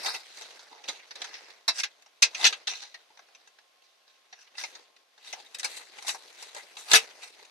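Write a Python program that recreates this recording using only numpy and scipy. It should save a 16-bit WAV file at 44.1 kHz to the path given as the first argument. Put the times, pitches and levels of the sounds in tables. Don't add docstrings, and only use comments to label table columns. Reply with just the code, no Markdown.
import sys
import numpy as np
from scipy import signal
from scipy.fft import rfft, irfft, next_fast_len
from scipy.io import wavfile
from scipy.ndimage import uniform_filter1d, map_coordinates

SR = 44100
rng = np.random.default_rng(int(sys.argv[2]) if len(sys.argv) > 2 else 0)


def ratio_of_db(decibels):
    return 10 ** (np.asarray(decibels, float) / 20)


def master_out(mix):
    frames = np.transpose(np.atleast_2d(mix))
    ceiling = np.clip(frames, -1, 1)
    pcm = np.round(ceiling * 32767).astype(np.int16)
    wavfile.write(sys.argv[1], SR, pcm)


N = 330750

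# time in seconds, level in dB, brightest pitch in Hz, relative low knock in dB.
CONTACTS = [(.0593,-21,4360,-21),(.1426,-26,3430,-18),(.3696,-38,4000,-20),(.4105,-35,2370,-15),(.4185,-34,4060,-23),(.5916,-39,3900,-17),(.712,-47,1450,-5),(.839,-37.5,2780,-22),(.8845,-22,3850,-16),
            (1.1074,-32.5,2000,-17),(1.154,-34,4100,-28),(1.2165,-25,3980,-24),(1.241,-30,4000,-21),(1.3387,-34,2020,-20),(1.501,-41,3850,-16),(1.6785,-11.5,3900,-23),
            (1.783,-23,5540,-33),(1.7986,-24,5100,-33),(1.8325,-19,2580,-31),(2.022,-48,6500,-25),(2.0598,-46,4160,-11),(2.2205,-4.5,6040,-30),(2.3466,-23,3020,-24.5),
            (2.4105,-24,3920,-17),(2.4415,-7,2740,-32),(2.4495,-5,2670,-30.5),(2.4615,-7.5,5500,-36),(2.5245,-23,3020,-27),(2.6705,-21,3730,-30.5),(2.9415,-34,2000,-21),
            (3.102,-48,880,0),(3.172,-43,1970,-12),(3.19,-41,1570,-18),(3.2854,-50,2160,-9),(3.3475,-42,2390,-24),(3.473,-46,5940,-19),(3.585,-46,1580,-16),(3.82,-53,2500,-12),(4.0776,-51,4020,-20),
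            (4.3256,-37.5,1840,-14),(4.473,-48,2750,-16),(4.552,-41,2600,-22),(4.580,-27.5,4800,-27),(4.611,-33,2540,-26),(4.6363,-25,2710,-25),(4.75,-38,4550,-21),(4.963,-48,2200,-18),(5.1776,-47,1650,-19),
            (5.3265,-28,2580,-26),(5.46,-43,3730,-17),(5.5446,-28,4210,-35),(5.5855,-33,6220,-27),(5.5946,-26,5700,-26),(5.6299,-26,3900,-19),(5.6428,-19,4440,-26),
            (5.772,-36,4500,-24),(5.984,-35,2050,-10),(6.022,-36,3960,-13),(6.0472,-35,3940,-15),(6.0693,-28,4000,-20),(6.08,-22,6200,-24),(6.0895,-20,3900,-21),(6.143,-31,1950,-10),(6.424,-35,6000,-22),
            (6.547,-34,6500,-12),(6.562,-33,2000,-10),(6.7676,-33,3850,-18),(6.9135,-11,3740,-23),(6.9328,-3,1630,-14),(6.9454,-4,5000,-24),(6.9534,-6,3800,-24),
            (7.232,-39,4500,-20),(7.393,-44,1860,-14),(7.4484,-44,4040,-20)]
# time in seconds, level in dB, crispness as relative treble in dB.
HANDLING = [(0, -44, -16), (.22, -52, -12), (.7, -56, -14), (1.5, -54, -15), (1.62, -66, -14),
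            (2.4, -70, -14), (2.75, -62, -18), (3.1, -71, -17), (3.45, -64.5, -15), (3.65, -76, -15),
            (4.3, -73, -17), (4.75, -56, -16), (4.9, -66, -15.5), (5.1, -75.5, -14), (5.3, -59, -14),
            (5.6, -55, -7.5), (5.9, -54, -10), (6.9, -55, -8.5), (7.05, -60, -11), (7.5, -59, -11.5)]
# centre in Hz, width in Hz, relative level in dB.
PANEL_RESONANCES = [(830, 234, -2), (1650, 300, -7), (2050, 280, -5), (2600, 420, -5.5), (3900, 990, -4.5),
                    (5000, 605, -4.5), (5925, 700, -5.5), (8760, 3560, -18)]


def unit(x):
    return x / np.sqrt(np.mean(x ** 2) + 1e-20)


def along(points, hz):
    point_hz, values = np.transpose(points)
    return np.interp(np.log(hz + 1), np.log(point_hz + 1), values)


def curves(rows):
    times, *columns = np.transpose(rows)
    return [np.interp(np.arange(N) / SR, times, column) for column in columns]


def wobble(rate, size=N):
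    knots = rng.standard_normal(int(size * rate / SR) + 4)
    return map_coordinates(knots, [np.arange(size) * rate / SR])


def filtered(x, response):
    size = x.shape[-1]
    padded = next_fast_len(size + 4096)
    return irfft(rfft(x, padded) * response(np.fft.rfftfreq(padded, 1 / SR)), padded)[..., :size]


def ports(pair, alike):
    def mid_and_side(hz):
        turn = np.arccos(np.clip(along(alike, hz), -1, 1)) / 2
        return np.array([np.cos(turn), np.sin(turn)])

    mid, side = filtered(pair, mid_and_side)
    return np.array([mid + side, mid - side])


def resonances(table, hz):
    return sum((-1) ** k * ratio_of_db(db) * 1j * hz * width / (centre * centre - hz * hz + 1j * hz * width)
               for k, (centre, width, db) in enumerate(table))


def background():
    # frequency in Hz, relative density in dB per Hz.
    hiss_colour = [(71, -66), (120, -26), (720, -1), (971, -11), (1030, -3.5), (1360, -8), (3400, -6),
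                   (6300, -12), (7200, -18), (9980, -20), (13200, -26), (14000, -42.5)]
    # frequency in Hz, peak level in dB.
    thin_tones = [(1066, -78), (10971, -94.5), (12947, -88)]
    t = np.arange(N) / SR
    hiss = unit(filtered(rng.standard_normal((2, N)), lambda hz: ratio_of_db(along(hiss_colour, hz))))
    wide_hiss = ports(hiss, [(200, .45), (1600, .1), (10000, .3)])
    tones = 0
    for hz, db in thin_tones:
        tones = tones + ratio_of_db(db + 1.3 * wobble(8.7)) * np.sin(2 * np.pi * hz * t + 0.89 * wobble(21))
    hiss_db = -66.5
    return ratio_of_db(hiss_db + 0.83 * wobble(1.3)) * wide_hiss + tones


def slips(size):
    clumps_db = 1.1 * wobble(35, size=size) + 1.5 * wobble(140, size=size) + 2.3 * wobble(900, size=size)
    spectra = signal.stft(ratio_of_db(clumps_db) * rng.standard_normal((2, size)), nperseg=256)[2]
    patches = rng.standard_normal(spectra.shape[1:])
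    patches = uniform_filter1d(patches, size=6, axis=0)
    patches = uniform_filter1d(patches, size=10, axis=1)
    return unit(signal.istft(spectra * ratio_of_db(2.5 * unit(patches)), nperseg=256)[1][:, :size])


def settling():
    under_tap_db, t60_s = -39, .55
    power = np.zeros(N)
    keep = ratio_of_db(-120 / t60_s / SR)
    for s, db, *_ in CONTACTS:
        power[round(s * SR)] = ratio_of_db(2 * (db + under_tap_db))
    return np.sqrt(signal.lfilter([1], [1, -keep], power))


def rubbing():
    # frequency in Hz, relative density in dB per Hz.
    sleeve_colour = [(88, -49.5), (150, -20), (460, 2), (844, -5), (1140, -5.5), (1940, -2), (2950, -5.5),
                     (4000, -3), (6400, -11.5), (7300, -19), (12500, -28), (14000, -44.5)]
    level_db, treble_db = curves(HANDLING)
    brush = ratio_of_db(1.2 * wobble(10)) * slips(size=N)

    def colour(hz):
        return ratio_of_db(along(sleeve_colour, hz)) * (.6 + np.abs(resonances(PANEL_RESONANCES, hz)))

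    low = filtered(brush, lambda hz: colour(hz) / (1 + (hz / 7000) ** 8))
    high = filtered(brush, lambda hz: colour(hz) / (1 + (7000 / (hz + 1)) ** 8))
    return (ratio_of_db(level_db) + settling()) * (unit(low) + ratio_of_db(treble_db) * unit(high))


def treble(s, bright_hz):
    base_db, db_per_octave, follows_crispness = -23, 5, 1.5
    times, _, crisp_db = np.transpose(HANDLING)
    pitch_db = db_per_octave * np.log2(bright_hz / 3500)
    return base_db + pitch_db + follows_crispness * (np.interp(s, times, crisp_db) + 14)


def contact(bright_hz, knock_db, treble_db, modes_db=0):
    # centre in Hz, width in Hz, relative level in dB.
    long_modes = [(452, 16, -13), (880, 40, -11), (1221, 30, -10), (1630, 30, -8.5), (2010, 40, -8),
                  (2662, 40, -8), (3760, 50, -8), (4360, 50, -8), (5860, 60, -11)]
    chance_db = 3 * rng.standard_normal(len(long_modes))

    def near(hz):
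        return np.exp(-(np.log((hz + 1) / bright_hz) / .15) ** 2)

    modes = [(centre, width, db - 2 + modes_db + luck_db + 6 * near(centre))
             for (centre, width, db), luck_db in zip(long_modes, chance_db)]
    broad = [(centre, width, db + 2.5 * rng.standard_normal()) for centre, width, db in PANEL_RESONANCES]
    tilt = [(100, knock_db - 4), (250, knock_db + 19), (900, knock_db + 18), (1600, -0.5), (6400, 0),
            (7500, treble_db + 18.5), (13000, treble_db + 19), (15500, -40)]

    def response(hz):
        body = resonances(broad, hz) * (1 + .8 * near(hz)) + 1.1 * resonances(modes, hz)
        return body * ratio_of_db(along(tilt, hz))

    return response


def strokes():
    # strongest moment in seconds, rms level there in dB, seconds to swell by 20 dB,
    # seconds to fade by 20 dB, brightest pitch in Hz.
    drags = [(.068, -29, .09, 0.11, 4050), (.15, -36, .04, .06, 3600), (.4, -47, 0.23, 0.2, 4000),
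             (.72, -48, .02, .15, 900), (.884, -39.5, 0.01, 0.11, 2500), (1.33, -46, 0.3, 0.25, 2000),
             (1.8, -29, 0.055, 0.03, 5530), (2.44, -27, 0.075, 0.0746, 3000), (2.68, -30, .004, .15, 4000),
             (2.835, -41, .05, 0.06, 4500), (3.84, -64, .03, .3, 4000), (4.1, -62, .05, .2, 3900),
             (4.415, -53, 0.1, 0.06, 6000), (4.6, -37, 0.03, 0.11, 5800), (5.28, -47, .09, 0.2, 3000),
             (5.335, -45, .006, .09, 452), (5.77, -41, 0.2, 0.1, 4400), (6.088, -32, 0.05, 0.07, 5800),
             (6.42, -46, .06, 0.12, 4240), (6.575, -41, .04, .06, 2000), (6.785, -45, .02, .2, 3900),
             (6.94, -19, 0.045, .05, 3000), (7.235, -44, 0.06, 0.1, 5000)]
    extra_treble_db, extra_modes_db = 4, 3.5
    lead = SR // 6
    out = np.zeros((2, N + SR))
    t = (np.arange(SR // 2) - lead) / SR
    for s, db, swell, fade, bright_hz in drags:
        treble_db = treble(s, bright_hz) + extra_treble_db
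        knock_db = -19 + 7 * np.log2(3000 / bright_hz)
        rasp = unit(filtered(slips(size=len(t)), contact(bright_hz, knock_db, treble_db, extra_modes_db)))
        envelope_db = db - 20 * np.where(t < 0, -t / swell, t / fade)
        out[:, round(s * SR):][:, :len(t)] += rasp * ratio_of_db(envelope_db)
    return out[:, lead:][:, :N]


def ring(size):
    # frequency in Hz, t60 in seconds.
    mode_decay = [(300, .5), (800, .4), (2000, .3), (5500, .2), (11000, .1)]
    hz, t, spectra = signal.stft(rng.standard_normal((2, size)), SR, nperseg=128)
    decay = ratio_of_db(-60 * t / along(mode_decay, hz)[:, None])
    tail = signal.istft(spectra * decay, SR, nperseg=128)[1][:, :size]
    return tail / np.linalg.norm(tail[0])


def taps():
    damping_s, damping_s_per_db = .105, .0022
    held_s, held_loss = .045, .65
    out, jolts = np.zeros((2, N + SR)), np.zeros(N)
    t = np.arange(SR // 5) / SR
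    gaps = np.diff([row[0] for row in CONTACTS], append=N / SR)
    for (s, db, bright_hz, knock_db), gap in zip(CONTACTS, gaps):
        start = round(s * SR)
        free_t60 = damping_s + damping_s_per_db * (db + 30)
        t60 = max(free_t60 * (1 - held_loss * np.exp(-gap / held_s)), 1 / 100)
        rattle = .05 * t60
        catches = rng.standard_normal((2, len(t))) * ratio_of_db(4.9 * rng.standard_normal(len(t)))
        chatter = catches * (1 - np.exp(-t / (.25 * rattle))) * np.exp(-t / rattle)
        chatter /= np.linalg.norm(chatter[0])
        damped = ring(size=len(t)) * ratio_of_db(-60 * t / t60)
        damped /= np.linalg.norm(damped[0])
        struck = signal.fftconvolve(chatter, damped, axes=1)[:, :len(t)] + .6 * chatter
        struck = filtered(struck, contact(bright_hz, knock_db, treble(s, bright_hz)))
        struck /= np.linalg.norm(struck[0])
        out[:, start:][:, :len(t)] += ratio_of_db(db - 16) * np.sqrt(t60 * SR) * struck
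        jolts[start] = ratio_of_db(1.2 * db + knock_db + 23)
    thumps = filtered(jolts, lambda hz: 1j * hz / (110 + 1j * hz) / (1 + 1j * hz / 200) ** 2)
    return out[:, :N], thumps


def scene():
    # frequency in Hz, left-right likeness from 0 to 1.
    likeness = [(200, 0.61), (700, 0.44), (2500, .25), (10000, .1)]
    # time in seconds, left over right in dB.
    hands_place = [(0, 1), (.7, -1), (2.7, 1), (3.8, -0.8), (5, 1.3), (6, 2), (7.5, 1)]
    clicks, jolts = taps()
    balance = ratio_of_db(np.outer([.5, -.5], curves(hands_place)[0]))
    hands = ports(clicks + strokes() + rubbing(), likeness) * balance
    thin = filtered(hands + background(), lambda hz: (1j * hz / (120 + 1j * hz)) ** 2)
    return thin + jolts * ratio_of_db([[1.5], [-1.5]])


def low_pass(x):
    return signal.sosfilt(signal.butter(12, 15700, fs=SR, output="sos"), x)


def record(dry):
    ceiling = 0.7
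    squeezed = dry / (1 + np.abs(dry / ceiling) ** 4) ** (1 / 4)
    soft = filtered(squeezed, lambda hz: 1 / (1 + (hz / 14900) ** 24))
    return low_pass(soft)


dry = scene()
out = record(dry)
master_out(out)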